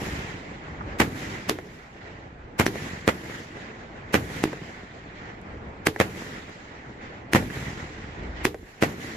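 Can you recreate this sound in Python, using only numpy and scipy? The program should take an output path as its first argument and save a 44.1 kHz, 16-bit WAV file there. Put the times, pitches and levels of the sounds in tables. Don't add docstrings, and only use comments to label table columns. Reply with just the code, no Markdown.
import sys
import numpy as np
from scipy import signal
from scipy.fft import rfft, irfft, next_fast_len
from scipy.io import wavfile
from scipy.ndimage import uniform_filter1d

SR = 44100
rng = np.random.default_rng(int(sys.argv[2]) if len(sys.argv) > 2 else 0)


def pcm_store(signal):
    levels = np.round(np.clip(np.atleast_2d(signal), -1, 1) * 32767)
    wavfile.write(sys.argv[1], SR, levels.astype(np.int16).T)


N = 403956

# start in seconds, relative pulse level in dB, treble tilt in dB per octave, size as a stretch
# of the pulse, bite in dB, crack level in dB, delay of the ground bounce in seconds, relative level of the
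# low thuds in dB, relative level of the nearby scatter in dB, relative level of the far echo in dB.
SHELL_BURSTS = [(-.14, 4.5, -9, 1.24, 0, -20, .009, 2.5, 1, 2),
                (1.0011, -1.5, 0, 0.98, 4.5, -10.5, 0.012, -7, -7, -2),
                (1.0042, 1.5, -1, 1.16, -8, -17, 0.013, 1.5, -2, 1.5),
                (2.5981, 1.5, -0.6, 1.17, 3.5, -12, .0092, 3.5, -2.5, 3.5),
                (3.078, 4, 0.5, 0.98, -5, -16.5, 0.0093, -3.5, -5, 1),
                (4.1427, 0, 1, 1.14, 2.5, -10.5, .0092, 4.5, -2, 3.5),
                (6.0013, 5.5, 0.5, 0.97, -2, -16, .009, -3, -2, 2),
                (7.3489, 6.5, -1.5, 1.36, -2, -13.5, 0.0089, 7.5, 1.5, 5.5),
                (8.8250, 3, -0.5, 0.97, 1.5, -14, .0091, -2, -2.5, 2)]
# start in seconds, relative pulse level in dB, treble tilt in dB per octave, size as a stretch
# of the pulse, bite in dB, crack level in dB, delay of the wall bounce in seconds, relative level of the
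# nearby scatter in dB, relative level of the far echo in dB.
LIFT_CHARGES = [(1.4959, -1, 0.5, 0.92, -4, -11, .0145, -5, -4),
                (2.6651, 1.5, -1, 1.06, 8, -14, .0145, -6, -5),
                (4.4391, 5.5, -3, 1.03, -1, -16, .0146, -9.5, -8.5),
                (5.8685, -8.5, 0.8, 0.98, 11, -15.5, .0151, -25, -22.5),
                (5.8704, 1, 1.5, 1.05, 2, -12.5, .0148, -5, 1.5),
                (7.3344, -1.5, 1, 1.0, 5, -15, .015, -16, -1),
                (8.4528, 1.5, -0.5, 0.98, 4, -13.5, .015, -5, 2.5)]


def amp(db):
    return 10 ** (np.asarray(db) / 20)


def evened(x):
    return x / np.sqrt(np.mean(x ** 2) + 1e-20)


def read(points, hz):
    f, value = np.transpose(points)
    return np.interp(np.log(hz + 1), np.log(f + 1), value)


def add(mix, s, sound):
    if s >= 0:
        part = mix[:, round(s * SR):][:, :sound.shape[1]]
        part += sound[:, :part.shape[1]]


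def fall_off(t, t60):
    return np.exp(-np.log(1000) * t / t60)


def diffuse(hz, count=1):
    # frequency in Hz, correlation from -1 to 1.
    likeness = [(100, 0.99), (250, 0.93), (420, 0.78), (560, 0.11), (770, 0.71), (1000, -0.28),
                (1280, -0.53), (1700, -0.13), (2100, 0.23), (2700, 0.0014), (4000, -0.017)]
    a, b, c, d = rng.standard_normal((4, count, len(hz)))
    same = np.clip(read(likeness, hz), -1, 1)
    left, other = a + 1j * b, c + 1j * d
    return np.array([left, same * left + np.sqrt(1 - same ** 2) * other])


def puff(colour, size=2048):
    hz = np.fft.rfftfreq(size, 1 / SR)
    return evened(irfft(diffuse(hz)[:, 0] * amp(read(colour, hz))))


def bursts():
    # frequency in Hz before the stretch, relative level in dB.
    blast_colour = [(20, -36), (45, -13.5), (90, 6), (170, 7.5), (290, 6), (500, 4.5), (640, -2), (800, -9),
                    (950, -3), (1100, -4.5), (1320, -2.5), (1550, -6), (1850, -3.5), (2500, -13),
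                    (3300, -13), (4500, -20), (7000, -23.5), (9000, -30.5), (14000, -27.5)]
    # frequency in Hz, relative level in dB.
    scatter_colour = [(25, -34.5), (70, -9), (150, -7), (330, -6.5), (600, -12.5), (1000, -11.5),
                      (2000, -6.5), (3200, -16.5), (5000, -23), (7300, -23.5), (9000, -35), (11500, -24.5),
                      (15000, -33)]
    # left gain, right gain, dull above this many Hz,
    # relative level of the rough smear in dB, length of the smear in seconds.
    ground = (0.58, 0.55, 4200, -14, 0.01)
    # delay in seconds, left gain, right gain, dull above this many Hz,
    # relative level of the rough smear in dB, length of the smear in seconds.
    reflections = [(.0004, -0.13, 0.17, 6000, -8, 0.0015), (.0035, 0.035, 0.092, 400, -45, .004),
                   (.0060, -0.03, 0.15, 4500, -13.5, 0.0013), (0.0129, 0.17, 0.148, 2000, -26, 0.0048),
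                   (0.015, 0.24, 0.2, 1900, -20, 0.003), (.066, .1, 0.11, 500, -38, .004),
                   (.158, 0.094, 0.095, 750, -39, 0.006), (.173, 0.096, 0.094, 650, -47, .007),
                   (0.2204, -0.13, -0.13, 900, -40, 0.005), (.263, 0.072, .08, 650, -40, .005),
                   (.325, 0.08, 0.075, 600, -41, 0.0057), (.491, .07, 0.09, 280, -42, 0.0067)]
    return bangs(SHELL_BURSTS, blast_colour, ground, reflections, scatter_colour, [],
                 pulse_db=11.5, crack_s=0.0014, early_db=-10, early_s=0.011, late_db=-16.5)


def launches():
    # frequency in Hz before the stretch, relative level in dB.
    blast_colour = [(20, -26), (50, -7), (120, -3), (320, 6.5), (560, -3), (800, -3), (1100, -6.5),
                    (1900, -4), (2700, -10.5), (3500, -14), (7000, -17), (9000, -20.5), (14000, -26.5)]
    # frequency in Hz, relative level in dB.
    scatter_colour = [(25, -29), (100, -6.5), (220, -16.5), (350, -7.5), (450, -5.5), (600, -21),
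                      (1000, -17.5), (2100, -17.5), (3200, -19.5), (7300, -30), (9000, -38), (11500, -27),
                      (15000, -41)]
    # left gain, right gain, dull above this many Hz,
    # relative level of the rough smear in dB, length of the smear in seconds.
    wall = (-0.17, -0.27, 1800, -28, .004)
    # delay in seconds, left gain, right gain, dull above this many Hz,
    # relative level of the rough smear in dB, length of the smear in seconds.
    reflections = [(0.0598, -0.13, -0.12, 502, -54, 0.0061), (0.1777, 0.14, 0.18, 380, -58, 0.005)]
    # delay in seconds, pitch in Hz, relative level in dB, time to fall by 60 dB in seconds.
    hollow_rings = [(0.0022, 320, -27.5, 0.04), (.0159, 372, -17.5, .027), (0.0242, 305, -29.5, 0.22),
                    (.0945, 458, -29, 0.048), (0.0011, 4900, -36, .015)]
    return bangs(LIFT_CHARGES, blast_colour, wall, reflections, scatter_colour, hollow_rings,
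                 pulse_db=10.5, crack_s=0.002, early_db=-11.0, early_s=0.016, late_db=-23.0)


def bangs(rows, colour, bounce, paths, near, ring,
          pulse_db, crack_s, early_db, early_s, late_db, smear_rise_s=0.00043):
    # frequency in Hz, relative level in dB.
    crack_colour = [(100, -14), (500, 1), (1300, 0.5), (2600, 0.5), (3500, -13), (5500, -10), (7000, -13),
                    (14000, -17)]
    rough_colour = [(100, -7), (300, -1.5), (520, 5.5), (800, -2), (1200, -4), (1950, 0.5), (2700, -8.5),
                    (4000, -19.5), (7500, -23), (14000, -40)]
    ragged_db = 5.5
    fizz_db, fizz_s = -8, 0.0059
    out, t = np.zeros((2, N)), np.arange(16384) / SR
    brief, lead = t[:2048], t[768]
    since = brief - lead
    fizz = amp(fizz_db) * np.exp(-abs(since) / fizz_s)
    crack_fade = np.where(since < 0, fizz, np.exp(-abs(since) / crack_s))
    spread = (amp(early_db) * np.exp(-t / early_s) + amp(late_db)) * (1 - np.exp(-t / 0.0099))
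    for s, db, tilt, stretch, bite_db, crack_db, bounce_s, *_, near_db, _ in rows:
        blast = amp(db + pulse_db) * pulse(colour, tilt, stretch, bite_db, size=len(t))
        add(out, s, np.array([blast, np.roll(blast, 1)]))

        wobble = evened(uniform_filter1d(rng.standard_normal(len(brief)), size=16))
        spikes = evened(amp(ragged_db * wobble))
        add(out, s - lead, amp(crack_db) * crack_fade * spikes * puff(crack_colour))

        for delay, left, right, dull_hz, rough_db, rough_s in [(bounce_s, *bounce), *paths]:
            r = np.exp(-2 * np.pi * dull_hz / SR)
            dulled = signal.lfilter([(1 - r) ** 2], [1, -2 * r, r * r], blast)
            add(out, s + delay, np.outer([left, right], dulled))
            smear = (1 - np.exp(-brief / smear_rise_s)) * np.exp(-brief / rough_s)
            add(out, s + delay, amp(db + rough_db + 1.6 * tilt) * smear * puff(rough_colour))

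        for delay, hz, ring_db, t60 in ring:
            hollow = amp(db + ring_db) * np.sin(2 * np.pi * hz * t) * fall_off(t, t60)
            add(out, s + delay, np.array([hollow, hollow]))
        add(out, s, amp(near_db) * spread * scatter(near))
    return out


def pulse(colour, tilt, stretch, bite_db=0, size=2048):
    bite_hz, bite_octaves = 1910, 0.35
    hz = abs(np.fft.fftfreq(size, 1 / SR))
    gain = amp(read(colour, hz * stretch))
    bite = bite_db * np.exp(-(np.log2((hz + 1) / bite_hz) / bite_octaves) ** 2)
    treble = tilt * np.log2(np.maximum(hz, 400) / 400)
    log_gain = np.log(evened(gain) * amp(bite + treble))
    return np.fft.ifft(np.exp(np.conj(signal.hilbert(log_gain)))).real


def scatter(colour, size=16384):
    # frequency in Hz, time to fall by 60 dB in seconds.
    near_decay = [(70, 0.96), (170, 1), (350, 0.68), (800, 0.36), (2000, 0.19), (5000, 0.22), (12000, 0.21)]
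    hz, t = np.fft.rfftfreq(size, 1 / SR), np.arange(size) / SR
    z = rfft(puff(colour, size=size))
    centres, t60s = np.transpose(near_decay)
    shares = [read(np.transpose([centres, one]), hz) for one in np.eye(len(centres))]
    return sum(irfft(z * share) * fall_off(t, t60) for share, t60 in zip(shares, t60s))


def slaps(smear_db=-23, smear_s=0.0065, rise_s=0.00085, left=0.9, right=1.05):
    # start in seconds, relative level in dB, bite in dB.
    slap_echoes = [(1.5877, -4.5, 1), (2.7568, -3.5, 2), (4.5307, -1, -1), (5.962, -2, 10), (7.4262, -7, 6),
                   (8.5449, -4.5, 0)]
    # frequency in Hz, relative level in dB.
    slap_colour = [(60, -20), (200, -8), (450, 3.5), (750, 1.5), (1200, -10), (1900, -5.5), (2600, -19),
                   (4000, -30), (7000, -29), (9000, -38), (15000, -45)]
    out, t = np.zeros((2, N)), np.arange(2048) / SR
    for s, db, bite_db in slap_echoes:
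        knock = np.outer([left, right], pulse(slap_colour, 0, 1.0, bite_db))
        smear = amp(smear_db) * (1 - np.exp(-t / rise_s)) * np.exp(-t / smear_s) * puff(slap_colour)
        add(out, s, amp(db) * (knock + smear))
    return out


def boom(thud_db=-3, spread_db=5, fade_db_per_s=62, first_s=.018, last_s=.2, count=16):
    # frequency in Hz before the stretch, relative level in dB.
    boom_colour = [(20, -29), (60, -0.5), (100, 6), (220, 3), (380, 0), (560, -15), (900, -22.5),
                   (2000, -27), (4000, -42), (15000, -75)]
    out = np.zeros((2, N))
    for s, _, _, stretch, *_, roll_db, _, _ in SHELL_BURSTS:
        thud = pulse(boom_colour, 0, stretch)
        for k, (when, size, side) in enumerate(rng.uniform(-1, 1, (count, 3))):
            delay = first_s * (last_s / first_s) ** ((k + when / 2) / count)
            level = amp(thud_db + roll_db + spread_db * size - fade_db_per_s * delay)
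            add(out, s + delay, level * np.outer([1 + 0.19 * side, 1 - 0.27 * side], thud))
    return out


def houses(thud_db=-7.5, spread_db=9, fade_db_per_s=21, first_s=.2, last_s=.9, wander_s=.003, count=24):
    # frequency in Hz before the stretch, relative level in dB.
    house_colour = [(20, -30), (50, -3), (110, 7.5), (210, 8), (400, -2.5), (700, -14), (1200, -19),
                    (2000, -14.5), (4000, -30), (15000, -70)]
    out, walls = np.zeros((2, N)), rng.uniform(-1, 1, (count, 3))
    for s, _, _, stretch, *_, roll_db, _, _ in SHELL_BURSTS:
        thud = pulse(house_colour, 0, stretch)
        for k, (when, size, side) in enumerate(walls):
            delay = first_s * (last_s / first_s) ** ((k + when / 2) / count)
            delay = delay + wander_s * rng.standard_normal()
            level = amp(thud_db + roll_db + spread_db * size - fade_db_per_s * delay)
            add(out, s + delay, level * np.outer([1 + 0.19 * side, 1 - 0.24 * side], thud))
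    return out


def short_puffs(rise_s=.0005):
    # start in seconds, relative level in dB, centre in Hz, half width in octaves,
    # time to fall by 60 dB in seconds.
    puff_rows = [(0.808, -28.5, 1100, .5, 0.06), (2.665, -15, 5730, .05, .022),
                 (5.415, -45, 6500, .7, 0.0054), (7.501, -25, 1800, .5, 0.044)]
    out, t, hz = np.zeros((2, N)), np.arange(2048) / SR, np.geomspace(20, SR / 2, num=512)
    for s, db, centre_hz, octaves, t60 in puff_rows:
        band_db = -20 * np.log10(1 + (np.log2(hz / centre_hz) / octaves) ** 4)
        shape = (1 - np.exp(-t / rise_s)) * fall_off(t, t60)
        add(out, s, amp(db) * shape * puff(np.transpose([hz, band_db])))
    return out


def surroundings(echo_db=-34.5, patchy_db=1.5, flicker_db=1.0, swell_db=0.84, waver_db=1, size=1024):
    # frequency in Hz, relative level in dB.
    echo_colour = [(25, -26.5), (60, -5), (110, -9.5), (220, -3.5), (430, -4), (650, -10.5), (1100, -10),
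                   (1550, -8), (1950, -4.5), (2500, -11.5), (3200, -15), (5000, -19), (7300, -18.5),
                   (8700, -28), (11000, -16.5), (14500, -23.5)]
    roar_colour = [(25, -32), (55, 3.5), (200, -1.5), (430, -4.5), (570, -6.5), (800, -9), (1200, -12),
                   (1950, -13), (3000, -27), (5000, -37.5), (7500, -40.5), (9000, -64), (15000, -66)]
    # frequency in Hz, loss in dB per second.
    air_loss = [(100, 6), (2000, 1.5), (4000, 5), (7500, 13.5), (10000, 45), (15000, 60)]
    # delay in seconds, relative level in dB, rise in seconds, fade in dB per second.
    burst_belts = [(.015, -1, 0.073, 28.5), (0.139, 7.5, 0.088, 47), (.48, -9.5, 0.014, 10.5),
                   (0.998, -4, 0.024, 66)]
    launch_belts = [(.02, 0.5, 0.087, 52.3), (.2, -5.5, 0.028, 22.6)]
    # time in seconds, level in dB.
    roar_drift = [(0, -41), (.6, -40.5), (.9, -37.5), (1.7, -42.5), (2.4, -42), (3.3, -41), (4, -41),
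                  (4.9, -43), (5.4, -41), (5.8, -41.5), (6.7, -42), (7.2, -41), (8.2, -39), (8.7, -40.5),
                  (9.15, -42.5)]
    echo_s = 2.5
    hop = size // 4
    hz, t = np.fft.rfftfreq(size, 1 / SR), np.arange(N // hop + 5) * hop / SR
    echo, roar = (evened(amp(read(colour, hz))) ** 2 for colour in (echo_colour, roar_colour))
    power = np.zeros((len(t), len(hz)))
    for rows, returns in ((SHELL_BURSTS, burst_belts), (LIFT_CHARGES, launch_belts)):
        for s, *_, far_db in rows:
            live = (t > s) & (t < s + echo_s)
            age = t[live, None] - s
            power[live] += echo * roll(returns, age) * amp(echo_db + far_db - age * read(air_loss, hz)) ** 2

    flicker = rng.standard_normal((len(t), 1))
    swell = evened(uniform_filter1d(flicker, size=18, axis=0))
    roar_db = np.interp(t, *np.transpose(roar_drift))[:, None] + waver_db * swell
    power = power * amp(flicker_db * flicker + swell_db * swell) ** 2 + roar * amp(roar_db) ** 2
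    patches = uniform_filter1d(rng.standard_normal(power.shape), size=6, axis=0)
    patches = evened(uniform_filter1d(patches, size=14, axis=1))
    z = diffuse(hz, count=len(t)) * np.sqrt(power) * amp(patchy_db * patches - lull_db(t, hz))
    sound = signal.istft(z.swapaxes(1, 2), nperseg=size, noverlap=size - hop)[1]
    return sound[:, :N] * np.sqrt(np.pi / size)


def roll(returns, age):
    power = 0
    for delay, db, rise_s, fade_db_per_s in returns:
        since = np.maximum(age - delay, 0)
        power = power + (amp(db - fade_db_per_s * since) * (1 - np.exp(-since / rise_s))) ** 2
    return power


def lull_db(t, hz):
    # start in seconds, length in seconds, depth in dB, frequency in Hz where the depth is halved.
    lulls = [(1.519, 1.05, 3.1, 15000), (6.5, 0.73, 1.4, 990), (8.474, 0.348, 7, 15100)]
    edge_s = 0.021
    sunk = 0
    for s, length, depth, top_hz in lulls:
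        shape = np.clip(np.minimum(t - s, s + length - t) / edge_s, 0, 1)
        sunk = sunk + np.outer(shape, depth / (1 + (hz / top_hz) ** 2))
    return sunk


def wind():
    # frequency in Hz, relative level in dB.
    wind_colour = [(20, -35.5), (38, -12), (56, -6.5), (75, -9.5), (110, -22.5), (200, -26.5), (600, -56),
                   (2000, -96.5)]
    # peak time in seconds, level in dB, build-up in seconds.
    gust_peaks = [(.15, -42.5, 0.16), (.9, -44.5, .25), (2.46, -45, 0.12), (5.65, -45, 0.14),
                  (8.3, -36.5, 0.23)]
    breeze_db = -58
    fall_share = 0.72
    t = np.arange(N) / SR
    gusts = sum(amp(db) * np.exp(np.minimum(t - s, (s - t) / fall_share) / build_s)
                for s, db, build_s in gust_peaks)
    return (amp(breeze_db) + gusts) * puff(wind_colour, size=2 * next_fast_len(N // 2 + 1))[:, :N]


def scene():
    bang_sound = bursts() + launches()
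    wall_returns = slaps() + boom() + houses()
    return bang_sound + wall_returns + surroundings() + wind() + short_puffs()


def record(dry, threshold_db=-30, squeeze=0.3, recovery_db_per_s=7, attack_s=0.023):
    # frequency in Hz, left minus right in dB.
    lean = [(100, 0), (300, -0.8), (1000, 0), (2000, -3), (4000, -1.5), (8000, 3.5), (13000, -1.5)]
    overload, edge_hz = .96, 15000
    size = next_fast_len(N)
    lean_db = read(lean, np.fft.rfftfreq(size, 1 / SR))
    x = irfft(rfft(dry, size) * amp(np.array([lean_db, -lean_db]) / 2), size)[:, :N]

    power_db = 10 * np.log10(abs(uniform_filter1d((x ** 2).mean(0), size=400)) + 1e-12)
    fall = np.arange(N) * recovery_db_per_s / SR
    wanted_db = squeeze * np.maximum(power_db - threshold_db, 0)
    duck_db = np.maximum.accumulate(wanted_db + fall) - fall
    r = np.exp(-1 / (attack_s * SR))
    x = x / amp(signal.lfilter([1 - r], [1, -r], duck_db))

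    x = x / (1 + (x / overload) ** 4) ** (1 / 4)
    low_pass = signal.firwin(127, edge_hz, window=("kaiser", 9), fs=SR)
    return signal.oaconvolve(x, low_pass[None], "same")


dry = scene()
out = record(dry)
pcm_store(out)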